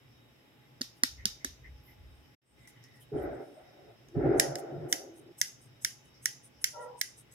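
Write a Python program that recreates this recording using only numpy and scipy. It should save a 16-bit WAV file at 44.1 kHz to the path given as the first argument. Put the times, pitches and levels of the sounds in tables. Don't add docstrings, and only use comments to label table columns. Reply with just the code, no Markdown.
import sys
import numpy as np
from scipy import signal
from scipy.fft import rfft, irfft
from scipy.io import wavfile

SR = 44100
rng = np.random.default_rng(int(sys.argv[2]) if len(sys.argv) > 2 else 0)


def dump_mix(stems):
    frames = np.atleast_2d(stems).T
    limited = np.clip(frames, -1, 1)
    pcm = np.round(limited * 32767).astype(np.int16)
    wavfile.write(sys.argv[1], SR, pcm)


N = 323694
SWELL_RISE = 0.67

# frequency in Hz, level in dB, 60 dB decay time in seconds.
SCISSORS_MODES = [(1566, 5.5, 0.0063), (1860, 12.5, 0.01), (2148, 6.5, 0.01), (3050, -8, 0.01),
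                  (3530, -2.5, 0.0046), (4200, -9, 0.0053), (4720, 0.5, 0.0059), (5275, 2.5, 0.007),
                  (5770, 6, 0.007), (6560, 3.5, 0.005), (6780, -1, 0.004), (7530, -3, 0.0058),
                  (8800, -11.5, 0.004), (9500, -9, 0.0076), (10040, -9.5, 0.023), (10590, -7.5, 0.0079),
                  (12050, -6, 0.004), (13500, -11, 0.003), (15200, -9.5, 0.0046)]
# frequency in Hz, left-right correlation (0 to 1).
PORT_LIKENESS = [(60, 0.011), (130, 0.94), (290, 0.41), (640, 0.24), (1400, 0), (15000, 0)]


def from_db(db):
    return 10 ** (np.asarray(db) / 20)


def rms_one(x):
    return x / np.sqrt(np.mean(x ** 2) + 1e-20)


def in_time(rows):
    s, *columns = np.transpose(rows)
    return [np.interp(np.arange(N) / SR, s, c, -140, -140) for c in columns]


def at_hz(points, hz, column=1):
    points = np.array(points)
    return np.interp(np.log(hz), np.log(points[:, 0]), points[:, column])


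def ring(clicks, hz, t60):
    r, w = from_db(-60 / (t60 * SR)), 2 * np.pi * hz / SR
    return signal.lfilter([0, np.sin(w)], [1, -2 * r * np.cos(w), r * r], clicks + 1e-18)


def resonate(x, peaks):
    out = 0
    for k, (hz, width_hz, level_db) in enumerate(peaks):
        r = np.exp(-np.pi * width_hz / SR)
        b = (1 - r * r) / 2 * np.array([1, 0, -1])
        a = [1, -2 * r * np.cos(2 * np.pi * hz / SR), r * r]
        twice = signal.lfilter(b, a, signal.lfilter(b, a, x))
        out = out + (-1) ** k * from_db(level_db) * twice
    return rms_one(out)


def slow_noise(hz, shape):
    return signal.sosfilt(signal.butter(2, hz, fs=SR, output="sos"), rng.standard_normal(shape))


def correlate_ports(mid, side, alike):
    alike = np.clip(alike, 0, 1)
    return np.sqrt(1 + alike) * mid + np.sqrt(1 - alike) * side * [[1], [-1]]


def stereo_noise(alike):
    mid, side = rng.standard_normal((2, N))
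    return correlate_ports(mid, side, alike)


def bands():
    edges = 35 * 2 ** np.arange(0, 9.1, 1 / 3)
    return [(np.sqrt(low * high), signal.butter(2, [low, high], "band", fs=SR, output="sos"))
            for low, high in zip(edges, edges[1:])]


def swell(s, rise, fall, level_db, t=None):
    t = (np.arange(N) / SR if t is None else t) - s
    return from_db(level_db) * np.exp(-2 * (t / np.where(t < 0, rise, fall)) ** 2)


def swells(rows):
    return sum(swell(s, SWELL_RISE * length, length, level_db) for s, length, level_db in rows)


def clamp_taps():
    # start in seconds, strength in dB, tilt in dB per octave, knock in dB, knock tilt in dB per
    # octave, middle in dB, walls in dB, rebound delay in ms, rebound in dB (at most -2), left-right in dB.
    taps = [(0.8117, -29.5, 2, 4, 3.5, -1, 6, 1.0, 9, -6),
            (0.8160, -17.5, -1.5, -9, 11, 7, 1, 1.9, -13, 1.5),
            (1.0350, -6.5, 5.5, 21, -8.5, 7.5, 2.1, 2.7, -14.5, 0.5),
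            (1.2553, -11, -0.5, -10, 7, 2, 4.5, 2.2, -9.5, -1),
            (1.4464, -18, 3.5, 10.5, 12, -0.5, 5.5, 2.1, -2, -0.5)]
    # frequency in Hz, level in dB, 60 dB decay time in seconds.
    modes = [(1150, -16, 0.0045), (1430, -9.5, 0.006), (1890, -12, 0.017), (2820, -18, .005),
             (3720, -7, 0.0034), (4170, -7, 0.0036), (4870, 0, 0.0034), (5430, -3.5, 0.0053),
             (6110, -1, 0.0044), (6900, -6, 0.003), (7500, -19.5, 0.002), (9250, -10, 0.0045),
             (9930, -8.5, 0.0054), (10670, -11, 0.005), (11850, -18.5, 0.0054), (12900, -20, 0.0052),
             (15600, -24, .003)]
    # frequency in Hz, left-right in dB, phase by which left leads in radians.
    balance = [(1150, 0, 0), (2400, -1, 0), (4400, -3, 0), (8100, -4, 0), (15000, 0, 0)]
    # frequency in Hz, density in dB per Hz.
    colour = [(410, -46.5), (700, -16), (940, -22.5), (1190, -16.5), (1510, -10.5), (1940, -8.5),
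              (2400, -12), (3000, -7), (3700, -1), (4500, -6), (5400, -2.5), (6500, -9), (7500, -9.5),
              (9000, -10.5), (10400, -13.5), (13200, -12), (15900, -29), (16500, -55.5)]
    sound = blows(taps, modes, balance, left_lag_ms=.24, scatter_cycles=.1, small_hz=820)
    return sound[:2] + room(sound[2:], taps, colour)


def scissor_snaps():
    # start in seconds, strength in dB, tilt in dB per octave, knock in dB, knock tilt in dB per
    # octave, middle in dB, walls in dB, rebound delay in ms, rebound in dB (at most -2), left-right in dB.
    snaps = [(2.6743, -45, 6, 6, 0, -9, 10.5, 1.7, 1, -2),
             (2.8395, -47.5, 7, -6, -4.5, 7.5, 8, 2.5, -12, 1),
             (4.086, -52, 4.5, -14, -2, -7, 4, 1.9, -4, 1),
             (4.3977, -5, 8, 5.5, -5.5, 2, 1.5, 1.47, -2.5, -0.5),
             (4.5551, -24, 4.5, -2, 3, 7, -1.5, 2.2, -2, -1.5),
             (4.5847, -42, 5, -2, 0, -2, -7, 1.9, -3, -3), (4.9264, -9, 4.5, -2.5, -7, -5, 0, 2.2, -7, 0),
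             (5.4144, -9, 4.5, -3, -5, -0.5, 0.2, 1.65, -4.5, -1),
             (5.8477, -11.5, 5, 2.5, -6, 1, 0.7, 1.6, -5, -1),
             (6.2572, -10.5, 4.5, 0, -0.5, 1.5, -0.1, 1.9, -6.5, -0.5),
             (6.6426, -10, 6, -1.5, 0, 2, 1.4, 1.66, -7, -1.5),
             (7.0132, -13, 7, 1, -3.5, 2, 1.2, 2.1, -4.5, -2)]
    # frequency in Hz, left-right in dB, phase by which left leads in radians.
    balance = [(1570, 2, -.2), (1900, -4, -1.3), (2174, -14, -1.4), (3050, 4, -1.4), (3530, -4, -.9),
               (4180, 4, -.8), (4680, -6, -2.5), (5250, -3, -.5), (5740, -7, 2.6), (6560, 1, 1),
               (7530, -2, -.9), (8600, -3, 1.2), (9500, -6, -1.7), (10000, -9, -2), (10530, -2, -2.1),
               (12240, -4, 2.4), (13610, -4, -.5), (15200, -5, -1.9)]
    # frequency in Hz, density in dB per Hz.
    colour = [(590, -54.5), (1100, -24), (1300, -11.5), (1880, 5), (2400, -7.5), (3050, -2.5), (3990, -9.5),
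              (4650, -3.5), (5300, 0), (6020, -3.5), (6690, -1), (7430, -3.5), (8260, -10), (10100, -3),
              (12000, -10), (13800, -13), (15500, -18.5), (16500, -35.5)]
    sound = blows(snaps, SCISSORS_MODES, balance, left_lag_ms=0, scatter_cycles=.2, small_hz=1350)
    return sound[:2] + room(sound[2:], snaps, colour)


def blows(events, modes, balance, left_lag_ms, scatter_cycles, small_hz):
    chatter_db, chatter_rise_ms, chatter_fall_ms = -25, 0.8, 2.2
    knock_hz, knock_middle_hz = 2500, 1600
    middle_low_hz, middle_high_hz = 3900, 5600
    own_colour_db = -5
    out, span = np.zeros((3, N)), 900
    ms = np.arange(span) / SR * 1000
    small = signal.butter(6, small_hz, "high", fs=SR, output="sos")
    click = signal.sosfilt(small, 1. * (ms == 0))
    chatter_shape = np.exp(-np.abs(ms - 1) / np.where(ms < 1, chatter_rise_ms, chatter_fall_ms))

    def contact(at_ms):
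        return np.clip(1 - np.abs(ms - at_ms) * SR / 1000, 0, 1)

    for (s, strength_db, tilt_db, knock_db, knock_tilt_db, middle_db, walls_db,
         rebound_ms, rebound_db, pan_db) in events:
        contacts = rng.standard_normal(span) * from_db(chatter_db) * chatter_shape
        contacts += contact(1)
        contacts -= from_db(min(rebound_db, -2)) * contact(1 + rebound_ms)
        lucks_db, steps = rng.normal(0, 1.5, len(modes)), rng.random(len(modes))
        sound = 0
        for k, ((hz, level_db, t60), luck_db, step) in enumerate(zip(modes, lucks_db, steps)):
            share_db = level_db + luck_db + tilt_db * np.log2(hz / 5000)
            if hz < knock_hz:
                share_db += knock_db + knock_tilt_db * np.log2(hz / knock_middle_hz)
            if middle_low_hz < hz < middle_high_hz:
                share_db += middle_db
            mode = ring(contacts, hz, min(t60, .015))
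            ports = from_db([[at_hz(balance, hz)], [0]])
            lag_cycles = (step - .5) * scatter_cycles - at_hz(balance, hz, column=2) / (2 * np.pi)
            pair = np.array([np.roll(mode, round(lag_cycles * SR / hz)), mode])
            sound = sound + (-1) ** k * from_db(share_db) * ports * pair
        sound = rms_one(signal.sosfilt(small, sound)) * from_db(strength_db - 19)
        at, lag = round((s - .001) * SR), round(left_lag_ms * SR / 1000)
        to_walls = from_db(strength_db + 14) * click + from_db(own_colour_db) * sound[1]
        out[0, at + lag:at + lag + span] += from_db(pan_db / 2) * sound[0]
        out[1, at:at + span] += from_db(-pan_db / 2) * sound[1]
        out[2, at:at + span] += from_db(walls_db) * to_walls
    return out


def palm():
    # start in seconds, level in dB, pitch in Hz, second mode in dB, 60 dB decay in seconds.
    palms = [(0.809, -34.5, 257, -12, 0.038), (1.032, -32.5, 266, -16, 0.043),
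             (1.252, -36.5, 202, -13, 0.054), (1.445, -41, 272, -5.5, 0.067)]
    second_multiple, third_multiple, third_db = 1.35, 2.1, -14.5
    swell_s = .015
    out = np.zeros(N)
    push = 1. * (np.arange(SR // 4) == 0)
    for s, thump_db, pitch_hz, second_db, t60 in palms:
        for multiple, level_db in [(1, 0), (second_multiple, second_db), (third_multiple, third_db)]:
            hz = multiple * pitch_hz
            mode = ring(ring(push, hz, swell_s), hz, t60 / np.sqrt(multiple))
            at = round(s * SR)
            out[at:at + len(push)] += from_db(thump_db + level_db) * mode / np.abs(mode).max()
    return signal.sosfilt(signal.butter(2, 170, "high", fs=SR, output="sos"), out + 1e-18)


def room(x, events, colour):
    # frequency in Hz, 60 dB decay time in seconds.
    decay_times = [(300, .2), (1100, 0.33), (1900, 0.17), (2640, 0.29), (3600, 0.22), (4400, 0.36),
                   (5300, 0.31), (6500, 0.37), (8400, 0.14), (10200, 0.26), (12500, 0.25), (15500, 0.16)]
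    reply_db = -37.5
    t = np.arange(SR // 2) / SR
    white, out = rng.standard_normal((2, 2, 3 * len(t))), np.zeros((2, N + SR))
    layers = []
    for k, (hz, sos) in enumerate(bands()):
        layers.append((signal.sosfilt(sos, white[k % 2]), from_db(-60 * t / at_hz(decay_times, hz))))
    tint = from_db(at_hz(colour, np.arange(1, len(t) // 2 + 2) * SR / len(t)))
    window = np.clip((t - .003) / 0.00061, 0, 1) * np.clip((.45 - t) / .05, 0, 1)
    for (s, *_), start in zip(events, rng.integers(0, SR, len(events))):
        diffuse = sum(noise[:, start:start + len(t)] * decay for noise, decay in layers)
        reply = irfft(rfft(diffuse) * tint, len(t)) * window * from_db(reply_db)
        at = round((s - .001) * SR)
        heard = signal.fftconvolve(x[:, at:at + 200], reply, axes=1)
        out[:, at:at + heard.shape[1]] += heard
    return out[:, :N]


def around(s):
    return slice(round((s - .2) * SR), round((s + .4) * SR))


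def rubbing():
    # time in seconds, length in seconds, level in dB, centre in Hz, width in Hz.
    finger_rubs = [(0.979, 0.031, -71, 10700, 6170), (1.876, 0.086, -69, 12500, 2000),
                   (2.15, 0.17, -84.5, 8640, 1200), (2.487, 0.073, -70, 8420, 1513),
                   (2.621, 0.077, -77.5, 8200, 3000), (2.69, 0.033, -65, 9500, 8080),
                   (2.843, 0.03, -64, 5430, 1000), (2.962, 0.037, -74, 9500, 5940),
                   (3.019, 0.034, -63, 10800, 6100), (3.192, 0.066, -71.5, 9100, 3000),
                   (3.232, 0.037, -66.5, 11970, 3500), (3.343, .04, -76, 8220, 1512),
                   (3.453, 0.11, -77.5, 9500, 4170), (3.567, .09, -78, 8680, 900),
                   (4.59, 0.025, -55, 8900, 9050)]
    # time in seconds, length in seconds, level in dB, pitch in Hz.
    squeaks = [(1.197, 0.087, -59, 2000), (1.415, 0.13, -64.5, 2120), (1.654, 0.053, -56.5, 1980),
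               (1.889, 0.064, -66, 2050), (2.588, 0.12, -72.5, 2060), (2.654, 0.14, -69.5, 2060),
               (2.77, 0.1, -71, 1960), (2.85, 0.14, -71.5, 1930), (2.95, 0.05, -72, 1930),
               (2.993, 0.035, -71, 1910), (3.02, .035, -68, 3130), (3.187, 0.031, -70.5, 3130)]
    squeak_rise_s, squeak_width_hz = 0.019, 290
    clumps = rms_one(slow_noise(90, N))
    sizes_db = 0.83 * np.minimum(rng.exponential(1, N), 5) + 1.8 * clumps
    slips = stereo_noise(0.19) * from_db(sizes_db)
    stirred = sum(rms_one(ring(slips, hz, 6.7 * t60)) for hz, _, t60 in SCISSORS_MODES)
    slips = rms_one(slips) + 0.17 * rms_one(stirred)
    rubs = [(s, SWELL_RISE * length, length, db, hz, width_hz) for s, length, db, hz, width_hz in finger_rubs]
    rubs += [(s, squeak_rise_s, length, db, hz, squeak_width_hz) for s, length, db, hz in squeaks]
    out = blades(slips)
    for s, rise, fall, level_db, hz, width_hz in rubs:
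        span = around(s)
        envelope = swell(s, rise, fall, level_db, np.arange(N)[span] / SR)
        out[:, span] += envelope * resonate(slips[:, span], [(hz, width_hz, 0)])
    return out


def blades(slips):
    # time in seconds, length in seconds, level in dB, centre in Hz.
    openings = [(5.174, 0.053, -65, 9100), (5.63, 0.06, -68, 8000), (6.064, .04, -72, 7500),
                (6.451, 0.038, -59.5, 9500), (6.825, .045, -61.5, 9000), (7.19, 0.039, -58.5, 9000)]
    # time in seconds, level in dB.
    closings = [(4.389, -54.5), (4.904, -53), (5.392, -53.5), (5.827, -55.5), (6.235, -59.5),
                (6.625, -54.5), (6.991, -57), (7.326, -62.5)]
    # frequency in Hz, level in dB.
    blade_modes = [(5350, -5.5), (6380, 0.5), (7800, -3.5), (8500, 0.5), (9430, -0.5), (10400, 0.5),
                   (11800, -2), (13500, -8)]
    open_rise, open_width_hz = 0.6, 8200
    close_rise_s, close_fall_s, close_hz, close_width_hz = .017, 0.13, 8600, 8300
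    mode_width_hz, luck_db, hiss_db = 330, 3.5, -5
    out = np.zeros((2, N))
    strokes = [(s, open_rise * length, length, db, hz, open_width_hz) for s, length, db, hz in openings]
    strokes += [(s, close_rise_s, close_fall_s, db, close_hz, close_width_hz) for s, db in closings]
    for s, rise, fall, level_db, hz, width_hz in strokes:
        span = around(s)
        luck = rng.standard_normal(len(blade_modes))
        peaks = [(f, mode_width_hz, db + luck_db * x) for (f, db), x in zip(blade_modes, luck)]
        stirred = resonate(slips[:, span], peaks) + from_db(hiss_db) * rms_one(slips[:, span])
        envelope = swell(s, rise, fall, level_db, np.arange(N)[span] / SR)
        out[:, span] += envelope * resonate(stirred, [(hz, width_hz, 0)])
    return out


def thuds():
    # time in seconds, boom in dB, rattle above the boom in dB.
    curves = [
        [(3.105, -86, -17), (3.12, -49, -13), (3.165, -36, -9), (3.215, -40.5, -5.5), (3.26, -41, -1.5),
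         (3.428, -46, -5.5), (3.46, -62.5, 5.5), (3.53, -57, -7.5), (3.6, -73.5, 15), (3.74, -67, 2),
         (3.9, -60.5, -1.5), (3.96, -80, 10.5)],
        [(4.0, -75, 4), (4.138, -63, -20), (4.155, -36.5, -14.5), (4.25, -31, -6), (4.35, -33.5, -3),
         (4.42, -37.5, -1), (4.58, -47, -0.5), (4.64, -45.5, -2.5), (4.76, -49, -4.5), (4.87, -45, -7.5),
         (5.03, -53.5, -3), (5.15, -62, -5), (5.27, -55.5, -16), (5.32, -59.5, -10.5)],
    ]
    # frequency in Hz, width in Hz, level in dB.
    boom_peaks = [(278, 98, -1.5), (348.2, 60, 6.5), (422, 98, 1)]
    rattle_peaks = [(560.6, 105, -1), (689, 96, -5.5), (761, 143, -6.5)]
    bass_peaks = [(134.6, 37, 6.5), (68.2, 22, -18)]
    edge_peaks = [(1370, 350, -1), (1940, 655, -9.5)]
    # time in seconds, length in seconds, level in dB.
    bass_swells = [(3.15, 0.039, -39), (3.3, 0.14, -67.5), (4.178, 0.024, -31.5), (4.275, 0.055, -33),
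                   (4.38, 0.027, -44), (4.5, 0.082, -50.5), (4.78, 0.11, -44.5)]
    # start in seconds, level in dB, pitch in Hz, 60 dB decay in seconds.
    knocks = [(3.118, -45, 418.4, 0.52), (3.153, -42, 348.7, 0.2), (3.565, -60, 628, 0.24),
              (3.761, -64, 333, 0.17), (4.149, -46, 406, 0.35), (4.164, -39, 267, 0.22),
              (4.212, -42.5, 383, .2), (4.295, -42, 401, 0.28), (5.1, -59, 334.5, 0.46)]
    lumps_db, lumps_hz = 2, 14
    bass_db = -19
    edge_db, edge_follows = -11.5, 1.026
    knock_swell_s, knock_gain_db = 0.023, -30.5
    boom_lumps, rattle_lumps = [from_db(lumps_db * rms_one(x)) for x in slow_noise(lumps_hz, (2, N))]
    boom = resonate(stereo_noise(0.69), boom_peaks)
    rattle = resonate(stereo_noise(0.27), rattle_peaks)
    bass = resonate(stereo_noise(0.86), bass_peaks)
    edge = resonate(stereo_noise(0.14), edge_peaks)
    out = swells(bass_swells) * bass
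    for rows in curves:
        boom_db, above_db = in_time(rows)
        rattle_db = boom_db + above_db
        out = out + from_db(boom_db) * (boom_lumps * boom + from_db(bass_db) * bass)
        out = out + from_db(rattle_db) * rattle_lumps * rattle
        out = out + from_db(edge_db + edge_follows * rattle_db) * edge
    for s, level_db, hz, t60 in knocks:
        at = round(s * SR)
        push = from_db(level_db + knock_gain_db) * (np.arange(min(SR // 2, N - at)) == 0)
        out[:, at:at + len(push)] += ring(ring(push, hz, knock_swell_s), hz, t60)
    return out


def groan():
    # start in seconds, length in seconds, pitch in Hz, waver in Hz, level in dB, sag in dB per s.
    tones = [(6.77, 0.21, 492, 9, -52, 3), (6.73, 0.16, 602, 4.8, -52.5, 11),
             (6.75, 0.26, 968, 16.7, -47.5, 49), (6.74, 0.17, 1365, 30, -55.5, 34),
             (6.77, 0.11, 1935, 20.4, -61.5, 4)]
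    # frequency in Hz, width in Hz, level in dB.
    body_peaks = [(486, 96, 0), (846, 230, -1.9)]
    body_db, edge_s = -7.5, 0.05
    waver_speed_hz, flutter_db = 25.2, 3.5
    skirt_db, skirt_width_hz = -7, 60
    t, out, power = np.arange(N) / SR, 0, 0
    for s, length, hz, waver_hz, level_db, sag_db in tones:
        edges = np.clip(np.minimum(t - s, s + length - t) / edge_s + .5, 0, 1) ** 2
        gain = from_db(level_db - sag_db * np.clip(t - s, 0, length)) * edges
        waver, *flutter = [rms_one(x) for x in slow_noise(waver_speed_hz, (3, N))]
        cycles = np.cumsum(hz + waver_hz * waver) / SR
        phase = 2 * np.pi * (cycles + rng.uniform(0, 0.27, (2, 1)))
        tone = np.sin(phase) * from_db(flutter_db * np.array(flutter))
        skirt = resonate(stereo_noise(0.12), [(hz, skirt_width_hz, 0)])
        out = out + gain * (tone + from_db(skirt_db) * skirt)
        power = power + gain ** 2
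    return out + from_db(body_db) * np.sqrt(power) * resonate(stereo_noise(0.22), body_peaks)


def room_tone():
    # frequency in Hz, density in dB per Hz.
    air_colour = [(24, -49), (40, -26.5), (91, -17.5), (130, -6), (189, -15.5), (243, -9), (556, -16.5),
                  (680, -18), (733, -21), (1210, -22.5), (2980, -22), (5310, -41.5), (7170, -35),
                  (9690, -40), (16000, -41.5)]
    # frequency in Hz, width in Hz, level in dB.
    hum_bands = [(122.6, 26, -70), (835.8, 18, -82), (2000, 310, -83), (3000, 83, -85), (3783, 110, -82),
                 (5070, 90, -86), (5290, 800, -80)]
    # time in seconds, length in seconds, level in dB.
    bump_rows = [(1.19, 0.15, -55), (1.5, 0.067, -57), (1.7, 0.16, -55), (2.06, 0.22, -58),
                 (3.24, 0.13, -54), (3.64, 0.029, -71), (4.27, .18, -47), (4.83, 0.066, -70)]
    air_db = -66.5
    hum_waver_db, hum_waver_hz = 3, 5
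    rumble_db, rumble_wander_db, rumble_wander_hz = -79.5, 4, 2.6
    air, white = 0, rng.standard_normal((2, 2, N))
    for k, (hz, sos) in enumerate(bands()):
        mid, side = signal.sosfilt(sos, white[k % 2])
        air = air + from_db(at_hz(air_colour, hz)) * correlate_ports(mid, side, at_hz(PORT_LIKENESS, hz))
    hums = 0
    for hz, width_hz, level_db in hum_bands:
        gain = from_db(level_db + hum_waver_db * rms_one(slow_noise(hum_waver_hz, N)))
        hums = hums + gain * resonate(stereo_noise(at_hz(PORT_LIKENESS, hz)), [(hz, width_hz, 0)])
    wander = rms_one(slow_noise(rumble_wander_hz, N))
    low_gain = swells(bump_rows) + from_db(rumble_db + rumble_wander_db * wander)
    bumps = low_gain * resonate(stereo_noise(0.92), [(62.0, 40, 0)])
    return from_db(air_db) * rms_one(air) + hums + bumps


def high_hiss():
    # time in seconds, level in dB.
    level_curve = [(0, -84.5), (.7, -83.5), (1.6, -84.5), (2.35, -83), (3.0, -84.5), (7.4, -87.5)]
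    # frequency in Hz, width in Hz, level in dB.
    band = [(12600, 2200, 0)]
    return from_db(in_time(level_curve)[0]) * resonate(stereo_noise(0), band)


def scene():
    toys = clamp_taps() + scissor_snaps() + palm() + rubbing()
    return toys + thuds() + groan() + room_tone() + high_hiss()


def record(dry):
    drop_s, drop_fall_s, return_s, recover_s = 2.348, 0.013, 2.414, 0.18
    return_db, gain_db, cutoff_hz = -17.5, 3, 17150
    times = [drop_s, drop_s + drop_fall_s, return_s - .005, return_s + .005, return_s + recover_s]
    fade_db = np.interp(np.arange(N) / SR, times, [0, -80, -80, return_db, 0])
    top_cut = signal.cheby2(14, 80, cutoff_hz, fs=SR, output="sos")
    return signal.sosfilt(top_cut, dry * from_db(gain_db + fade_db))


dry = scene()
out = record(dry)
dump_mix(out)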